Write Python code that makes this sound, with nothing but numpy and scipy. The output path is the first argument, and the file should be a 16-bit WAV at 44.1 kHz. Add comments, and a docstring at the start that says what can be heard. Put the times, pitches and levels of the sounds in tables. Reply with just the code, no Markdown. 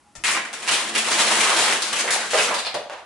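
"""Collapse of a house of cards

A tall house of cards collapses on a wooden table in a bare, lively room. Storeys give way in slaps,
short runs of filtered impacts; the tower pours down as dense ticks and sliding noise over table modes.
Stragglers follow, the last with hollow claps, each a broad air resonance with a papery crack.
Edge snaps, bright skims, two low puffs, a faint tone and the hush of the room complete the scene."""
import sys
import numpy as np
from scipy import signal
from scipy.fft import rfft, irfft, next_fast_len
from scipy.io import wavfile
from scipy.ndimage import map_coordinates

SR = 44100
rng = np.random.default_rng(int(sys.argv[2]) if len(sys.argv) > 2 else 0)


def waveform_to_disk(signal):
    """Save audio, clipped to [-1, 1], as 16-bit WAV at the path in sys.argv[1]."""
    frames = np.transpose(np.atleast_2d(signal))
    scaled = np.clip(frames, -1, 1) * 32767
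    samples = np.round(scaled).astype(np.int16)
    wavfile.write(sys.argv[1], SR, samples)


N = 134505  # samples

# Spectrum of the still room: frequency_hz, level_db
HUSH_SPECTRUM = [(25, -32), (70, -7), (140, -12), (250, -7), (500, -18), (1000, -11), (1700, -18),
                 (4000, -24), (11000, -25)]
HUSH_DB = -58
FAINT_TONE_S, FAINT_TONE_HZ, FAINT_TONE_PEAK_DB, FAINT_TONE_WIDTH_S = 0.088, 824, -55, 0.034

# Bunches of cards striking and skidding:
# start_s, level_db, length_s, body_db, treble_db, tone_hz, pan_db (left over right)
SLAPS = [(.153, -42, 0.0087, 7.5, 4, 6460, 5.5), (0.2386, -21.5, 0.01, -7.5, 0.5, 2220, 2),
         (0.256, -22, 0.026, 0, 3, 2220, 3), (0.28, -21, 0.018, 3.5, -1, 2120, -1),
         (0.31, -25, 0.025, 1.5, 5.5, 7600, 1.5), (0.349, -22, 0.026, 4.5, -5, 2170, 0.5),
         (0.449, -34.5, 0.0058, 4.5, -3, 2220, -1), (0.53, -31.5, 0.017, 4.5, 4, 2300, 1),
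         (.623, -35, 0.0057, -0.5, 3, 2720, 1), (0.642, -37.5, 0.022, 3, -7, 2720, -1),
         (.677, -20.5, 0.017, -5.5, -3.5, 2980, -1.5), (0.713, -19, 0.034, 2, 4.5, 3430, 1.5),
         (0.951, -20, 0.0093, 0.5, 0.5, 2660, -1), (0.977, -22.5, 0.0095, -6, 8, 2650, 1),
         (1.045, -28.5, 0.014, -5, -1, 2800, 2), (1.116, -20.5, 0.023, 3.5, 1.5, 6000, -1),
         (1.187, -18.5, .025, -2.5, 4, 3260, 1.5), (1.307, -20.5, 0.017, 7.5, 2.5, 730, 1.5),
         (1.399, -21, 0.01, 0, 5, 2580, 1.5), (1.565, -21, 0.076, -19, 6, 3630, -1),
         (1.842, -29.5, 0.046, -19, 4, 1300, 2), (1.681, -23.5, 0.037, 5.5, -4, 2430, 2),
         (1.928, -23.5, 0.013, 6, 3.5, 2860, 1), (1.958, -27, .01, -15, 0.5, 2600, 1),
         (1.988, -22, 0.024, -0.5, 2.5, 6440, 0), (2.078, -23.5, 0.025, -1.5, -13, 1730, 0),
         (2.106, -18.5, 0.037, -3.5, 8, 1760, 0), (2.206, -29, 0.035, 4, -1, 1590, 1),
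         (2.306, -27.5, 0.023, -19, 5, 2820, 1), (2.338, -22, 0.03, -2, 3.5, 1470, -1),
         (2.376, -17.5, 0.028, 0.5, 0, 2700, 0), (2.417, -22, 0.041, 3, 9.5, 2740, 0.5),
         (2.476, -24.5, 0.031, 9, -5.5, 1580, -1), (2.541, -27, 0.0044, -5, 3.5, 3960, 0.5),
         (2.583, -29, 0.0072, -13.5, 3.5, 4250, 0.5), (2.743, -30, 0.0073, 10, -1.5, 4000, 1)]
# Spectrum of cards striking: frequency_hz, level_db
CARD_SPECTRUM = [(40, -49), (130, -19), (250, -11), (600, -6.5), (1200, 0), (2400, 0.5), (3400, -3),
                 (5500, -5.5), (9000, -7), (11000, -7.5)]
BODY_HZ, TREBLE_HZ = 1030, 3240  # where a slap's body ends and its treble begins
CONTACTS_PER_S, CONTACT_SPREAD_DB, SKID_DB = 500, 3.5, -8
RELEASE_S, FIRST_TOUCH = 0.0044, 0.41  # first touch relative to the norm of the run
TONE_DB, TONE_OCTAVES = 4.5, 0.25  # broad resonance of a bunch of cards

# Soft low puffs before the fall: centre_s, level_db
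PUFFS = [(0.184, -48.5), (.228, -52)]
PUFF_WIDTH_S, PUFF_HZ = 0.021, 110

# The pouring tower, levels before mixing: time_s, rustle_db, knock_db
POUR = [(.2, -56, -36.5), (.3, -46, -63), (.5, -41.5, -43.5), (.7, -22, -47), (.87, -24, -33),
        (1.001, -21.5, -34.5), (1.09, -19, -37.5), (1.16, -15.5, -30), (1.26, -14, -33), (1.37, -14, -27),
        (1.44, -13.5, -69), (1.54, -13.5, -33), (1.66, -12, -38), (1.731, -16.5, -37), (1.79, -25, -47),
        (1.9, -27, -39.5), (2.03, -23.5, -41), (2.25, -26.5, -42.5), (2.55, -29, -42.5), (2.63, -36, -72),
        (2.748, -68, -76)]
# Resonances of cards of different bend in the heap: tone_hz
POUR_TONES = [790, 1160, 1720, 2770]
# Spectrum of the rustle: frequency_hz, level_db
RUSTLE_SPECTRUM = [(40, -43), (150, -18), (400, -5.5), (900, -3.5), (1500, -2), (2600, -2), (3600, -3),
                   (5500, -6.5), (9000, -5.5), (11000, -10.5), (14000, -56)]
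# Modes of the table top: frequency_hz, width_hz, level_db
TABLE_MODES = [(141, 25, -12), (211.6, 21, 2), (231, 20, 3.5), (280, 21, -2.5), (339, 18, 3), (412, 27, 3),
               (530, 34, -20), (695, 20, -1.5)]
TICKS_PER_S, TICK_SPREAD_DB, POUR_SKID_DB = 210, 4.5, -6.5  # for each card tone
KNOCKS_PER_S, KNOCK_SPREAD_DB = 150, 6.5
CLUMP_DB, CLUMPS_PER_S = 5.5, 70  # cards arrive in uneven clumps

# Card edges snapping on the wood: start_s, level_db
SNAPS = [(0.2393, -51), (.685, -25.5), (1.8213, -26.5), (1.8257, -27.5)]
# Spectrum of an edge snap: frequency_hz, level_db
EDGE_SPECTRUM = [(200, -17.5), (1200, -0.5), (2600, -5), (3900, 3.5), (6000, -1), (11000, -5)]
SNAP_DIRECT_DB = -6.5

# Cards landing flat on a cushion of air:
# start_s, level_db, pitch_hz, length_s, crack_db (relative to the hollow part)
CLAPS = [(1.454, -27, 1170, .015, -25), (1.496, -23, 1030, 0.02, -6), (1.563, -26.5, 990, 0.021, -15),
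         (1.684, -30, 950, .025, -21), (2.042, -28.5, 520, 0.014, -14), (2.148, -26.5, 760, 0.0043, -3),
         (2.334, -18.5, 508, 0.011, -3.5), (2.385, -27, 530, 0.011, -7), (2.509, -23.5, 886, 0.022, -23),
         (2.545, -31.5, 780, 0.024, 1), (2.667, -33, 700, 0.0065, -1), (2.744, -26.5, 600, 0.0063, -20),
         (2.764, -36.5, 604, 0.0086, -17), (2.898, -31.5, 680, 0.037, 1.5), (2.979, -44.5, 676, .02, 11)]
# Spectrum of the papery crack: frequency_hz, level_db
CRACK_SPECTRUM = [(60, -38), (250, -18.5), (600, 3), (1200, 2), (3000, -4.5), (5000, -11.5), (11000, -21.5)]
CLAP_Q, CLAP_EDGE_HZ = 2.8, 414  # sharpness and low edge of the hollow resonance

# Single cards skimming over the heap: start_s, level_db, length_s
SKIMS = [(2.556, -32, .04), (2.65, -26.5, 0.024)]
# Spectrum of a skim: frequency_hz, level_db
SKIM_SPECTRUM = [(300, -28), (1500, -9), (2700, -3), (3700, -0.5), (4800, -1.5), (6000, -16.5),
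                 (11000, -18.5)]

# Reverberation time of the room: frequency_hz, decay_s (to -60 dB)
ROOM_T60 = [(150, 0.47), (530, 0.51), (1400, 0.52), (3700, 0.47), (10000, 0.32)]
# Stereo width of the room: frequency_hz, side_over_mid_db
ROOM_WIDTH = [(100, -18), (250, -20.5), (500, -11), (1000, -8.5), (2000, -4), (4000, -2.5), (9000, 2)]
DIRECT_DB, EARLY_DB, EARLY_S = -7.5, -1, 0.008

# Balance of the microphones: frequency_hz, left_over_right_db
BALANCE = [(250, 0), (2000, -1), (4500, 0.5), (8000, 4.5), (11000, 3.5)]
TOP_HZ, CEILING_DB = 11150, -5


def amp(db):
    """Logarithmic scale: decibels to amplitude gain."""
    return 10 ** (np.asarray(db) / 20)


def unit(x):
    """Normalisation: x at rms 1."""
    return x / np.sqrt(np.mean(x ** 2) + 1e-20)


def along(points, hz):
    """Interpolation: the second column of points read along a logarithmic frequency axis."""
    f, v = np.transpose(points)
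    return np.interp(np.log(hz + 1), np.log(f + 1), v)


def filtered(x, response):
    """Linear filtering: the spectrum of x times a response of frequency."""
    n = x.shape[-1]
    size = next_fast_len(n + 8192, True)
    spectrum = rfft(x, size) * response(np.fft.rfftfreq(size, 1 / SR))
    return irfft(spectrum, size)[..., :n]


def coloured(x, level_db, size=2048):
    """Minimum phase: x through a causal filter whose folded cepstrum gives the level at each frequency."""
    cepstrum = irfft(np.log(amp(level_db(np.fft.rfftfreq(size, 1 / SR))) + 1e-6))
    cepstrum[1:size // 2] *= 2
    cepstrum[size // 2 + 1:] = 0
    impulse_response = irfft(np.exp(rfft(cepstrum)))
    return signal.fftconvolve(x, impulse_response)[:len(x)]


def contacts(n, per_s, spread_db):
    """Random impact process: irregular tiny impacts of varied size and sign, rms 1."""
    struck = rng.random(n) < per_s / SR
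    size = amp(spread_db * rng.uniform(-2, 1.85, n))
    return unit(struck * size * rng.choice([-1, 1], n))


def flurry(length):
    """Impact and friction: a first touch, then contacts and skidding that die quickly after length."""
    t = np.arange(SR // 2) / SR
    x = contacts(len(t), CONTACTS_PER_S, CONTACT_SPREAD_DB)
    x = x + amp(SKID_DB) * rng.standard_normal(len(t))
    x = x * np.exp(-np.maximum(t - length, 0) / RELEASE_S)
    x[0] += FIRST_TOUCH * np.linalg.norm(x)
    return x


def tone(f, hz):
    """Broad resonance: a Gaussian bump in decibels around hz on an octave scale."""
    return TONE_DB * np.exp(-.5 * (np.log2((f + 1) / hz) / TONE_OCTAVES) ** 2)


def wobble(per_s):
    """Random modulation: a smooth curve through per_s random values a second."""
    return map_coordinates(rng.standard_normal(1000), [np.arange(N) * per_s / SR], mode="mirror")


def room(x, direct_db):
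    """Reverberation: stereo sound of x from one spot by direct path, dense early reflections and a tail."""
    hz, t, z = signal.stft(rng.standard_normal((2, SR // 2)), SR, nperseg=256)
    side_share = 1 / (1 + amp(-2 * along(ROOM_WIDTH, hz)))  # of the energy
    z = z * np.sqrt([1 - side_share, side_share])[..., None]
    z = z * amp(-60 * t / along(ROOM_T60, hz)[:, None])
    mid, side = signal.istft(z, SR, nperseg=256)[1]
    t = np.arange(len(mid)) / SR
    early = 1 + amp(EARLY_DB) * np.exp(-t / EARLY_S)
    onset = 1 - np.exp(-t / 0.0009)
    paths = np.array([mid + side, mid - side]) * early * onset
    paths /= np.sqrt(np.sum(paths ** 2) / 2)
    paths[:, 0] += amp(direct_db)
    return signal.fftconvolve(x[None], paths, axes=1)[:, :len(x)]


def add(out, s, db, y, pan_db=0):
    """Superposition: place stereo y at s; db is its energy as an rms over a twentieth of a second."""
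    y = filtered(y, lambda f: 1 / (1 + (f / TOP_HZ) ** 20))
    y = y * amp(db) * np.sqrt(SR / 10 / np.sum(y ** 2))
    y = y * amp([[pan_db / 2], [-pan_db / 2]])
    i = round(s * SR)
    out[:, i:i + y.shape[1]] += y[:, :N - i]


def hush():
    """Stationary noise: shaped noise partly shared by both channels is the hush of the room."""
    noise = filtered(rng.standard_normal((3, N)), lambda f: amp(along(HUSH_SPECTRUM, f)))
    return amp(HUSH_DB) * unit(noise[0] + .5 * noise[1:])


def faint_tone():
    """Pure tone: a sine under a Gaussian swell is heard briefly."""
    t = np.arange(N) / SR
    swell = np.exp(-((t - FAINT_TONE_S) / FAINT_TONE_WIDTH_S) ** 2)
    return amp(FAINT_TONE_PEAK_DB) * swell * np.sin(2 * np.pi * FAINT_TONE_HZ * t)


def slaps():
    """Multiple impact: each bunch lands on two spots, with more body if broad, more treble if glancing."""
    out = np.zeros((2, N))
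    for s, db, length, body_db, treble_db, hz, pan_db in SLAPS:
        def colour(f):
            body = body_db / (1 + (f / BODY_HZ) ** 4)
            treble = treble_db * (1 - 1 / (1 + (f / TREBLE_HZ) ** 6))
            return along(CARD_SPECTRUM, f) + tone(f, hz) + body + treble
        spots = [room(coloured(flurry(length), colour), DIRECT_DB) for spot in range(2)]
        add(out, s, db, sum(spots), pan_db)
    return out


def puffs():
    """Low-passed noise: Gaussian swells of low noise make two soft puffs."""
    t = np.arange(N) / SR
    low = unit(filtered(rng.standard_normal(N), lambda f: 1 / (1 + (f / PUFF_HZ) ** 2)))
    return low * sum(amp(db) * np.exp(-((t - s) / PUFF_WIDTH_S) ** 2) for s, db in PUFFS)


def table(f):
    """Modal resonance: the table top answers as a sum of damped modes of alternating sign."""
    response = 0
    for k, (centre, width, db) in enumerate(TABLE_MODES):
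        damping = 1j * f * width
        response = response + (-1) ** k * amp(db) * damping / (centre * centre - f * f + damping)
    return response


def pour():
    """Impact and modal excitation: cards tick and slide in uneven clumps and drum on the table top."""
    s, rustle_db, knock_db = np.transpose(POUR)
    t = np.arange(N) / SR
    rustle_level = amp(np.interp(t, s, rustle_db, left=-np.inf))
    knock_level = amp(np.interp(t, s, knock_db, left=-np.inf))
    out = np.zeros((2, N))
    for hz in POUR_TONES:
        ticks = contacts(N, TICKS_PER_S, TICK_SPREAD_DB) + amp(POUR_SKID_DB) * rng.standard_normal(N)
        clumps = amp(CLUMP_DB * np.minimum(wobble(CLUMPS_PER_S), 2))
        rustle = unit(coloured(ticks * clumps, lambda f: along(RUSTLE_SPECTRUM, f) + tone(f, hz)))
        out += room(rustle * rustle_level, DIRECT_DB) / len(POUR_TONES)
    knocks = unit(filtered(contacts(N, KNOCKS_PER_S, KNOCK_SPREAD_DB), table))
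    return out + room(knocks * knock_level, DIRECT_DB) / 2


def snaps():
    """Impulse response: a card edge on the wood is one impulse through the edge spectrum."""
    out = np.zeros((2, N))
    for s, db in SNAPS:
        snap = coloured(signal.unit_impulse(SR // 2), lambda f: along(EDGE_SPECTRUM, f))
        add(out, s, db, room(snap, SNAP_DIRECT_DB))
    return out


def claps():
    """Air resonance: air squeezed from under a flat card rings broad and hollow, with a papery crack."""
    out = np.zeros((2, N))
    for s, db, hz, length, crack_db in CLAPS:
        def hollow(f):
            resonance = 1 + (CLAP_Q * ((f + 1) / hz - hz / (f + 1))) ** 2
            low_edge = 1 + np.minimum(CLAP_EDGE_HZ / (f + 1), 1.7) ** 10
            high_fall = 1 + (f / (2 * hz)) ** 2
            return -10 * np.log10(resonance * low_edge * high_fall)

        def card():
            ring = unit(coloured(flurry(length), hollow))
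            crack = unit(coloured(flurry(length), lambda f: along(CRACK_SPECTRUM, f)))
            return ring + amp(crack_db) * crack
        add(out, s, db, sum(room(card(), DIRECT_DB) for spot in range(3)))
    return out


def skims():
    """Sliding friction: a stray card slides to rest with a short bright swish."""
    out = np.zeros((2, N))
    for s, db, length in SKIMS:
        spots = [room(coloured(flurry(length), lambda f: along(SKIM_SPECTRUM, f)), DIRECT_DB)
                 for spot in range(2)]
        add(out, s, db, sum(spots))
    return out


def scene():
    """Superposition: all the falling cards over the quiet room."""
    return hush() + faint_tone() + slaps() + puffs() + pour() + snaps() + claps() + skims()


def record(dry):
    """Saturation and band limit: left microphone brighter, tallest peaks rounded, top cut off."""
    x = filtered(dry, lambda f: amp(along(BALANCE, f) * np.array([[.5], [-.5]])))
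    x = x / (1 + (x / amp(CEILING_DB)) ** 4) ** (1 / 4)
    return filtered(x, lambda f: f < TOP_HZ)


dry = scene()
out = record(dry)
waveform_to_disk(out)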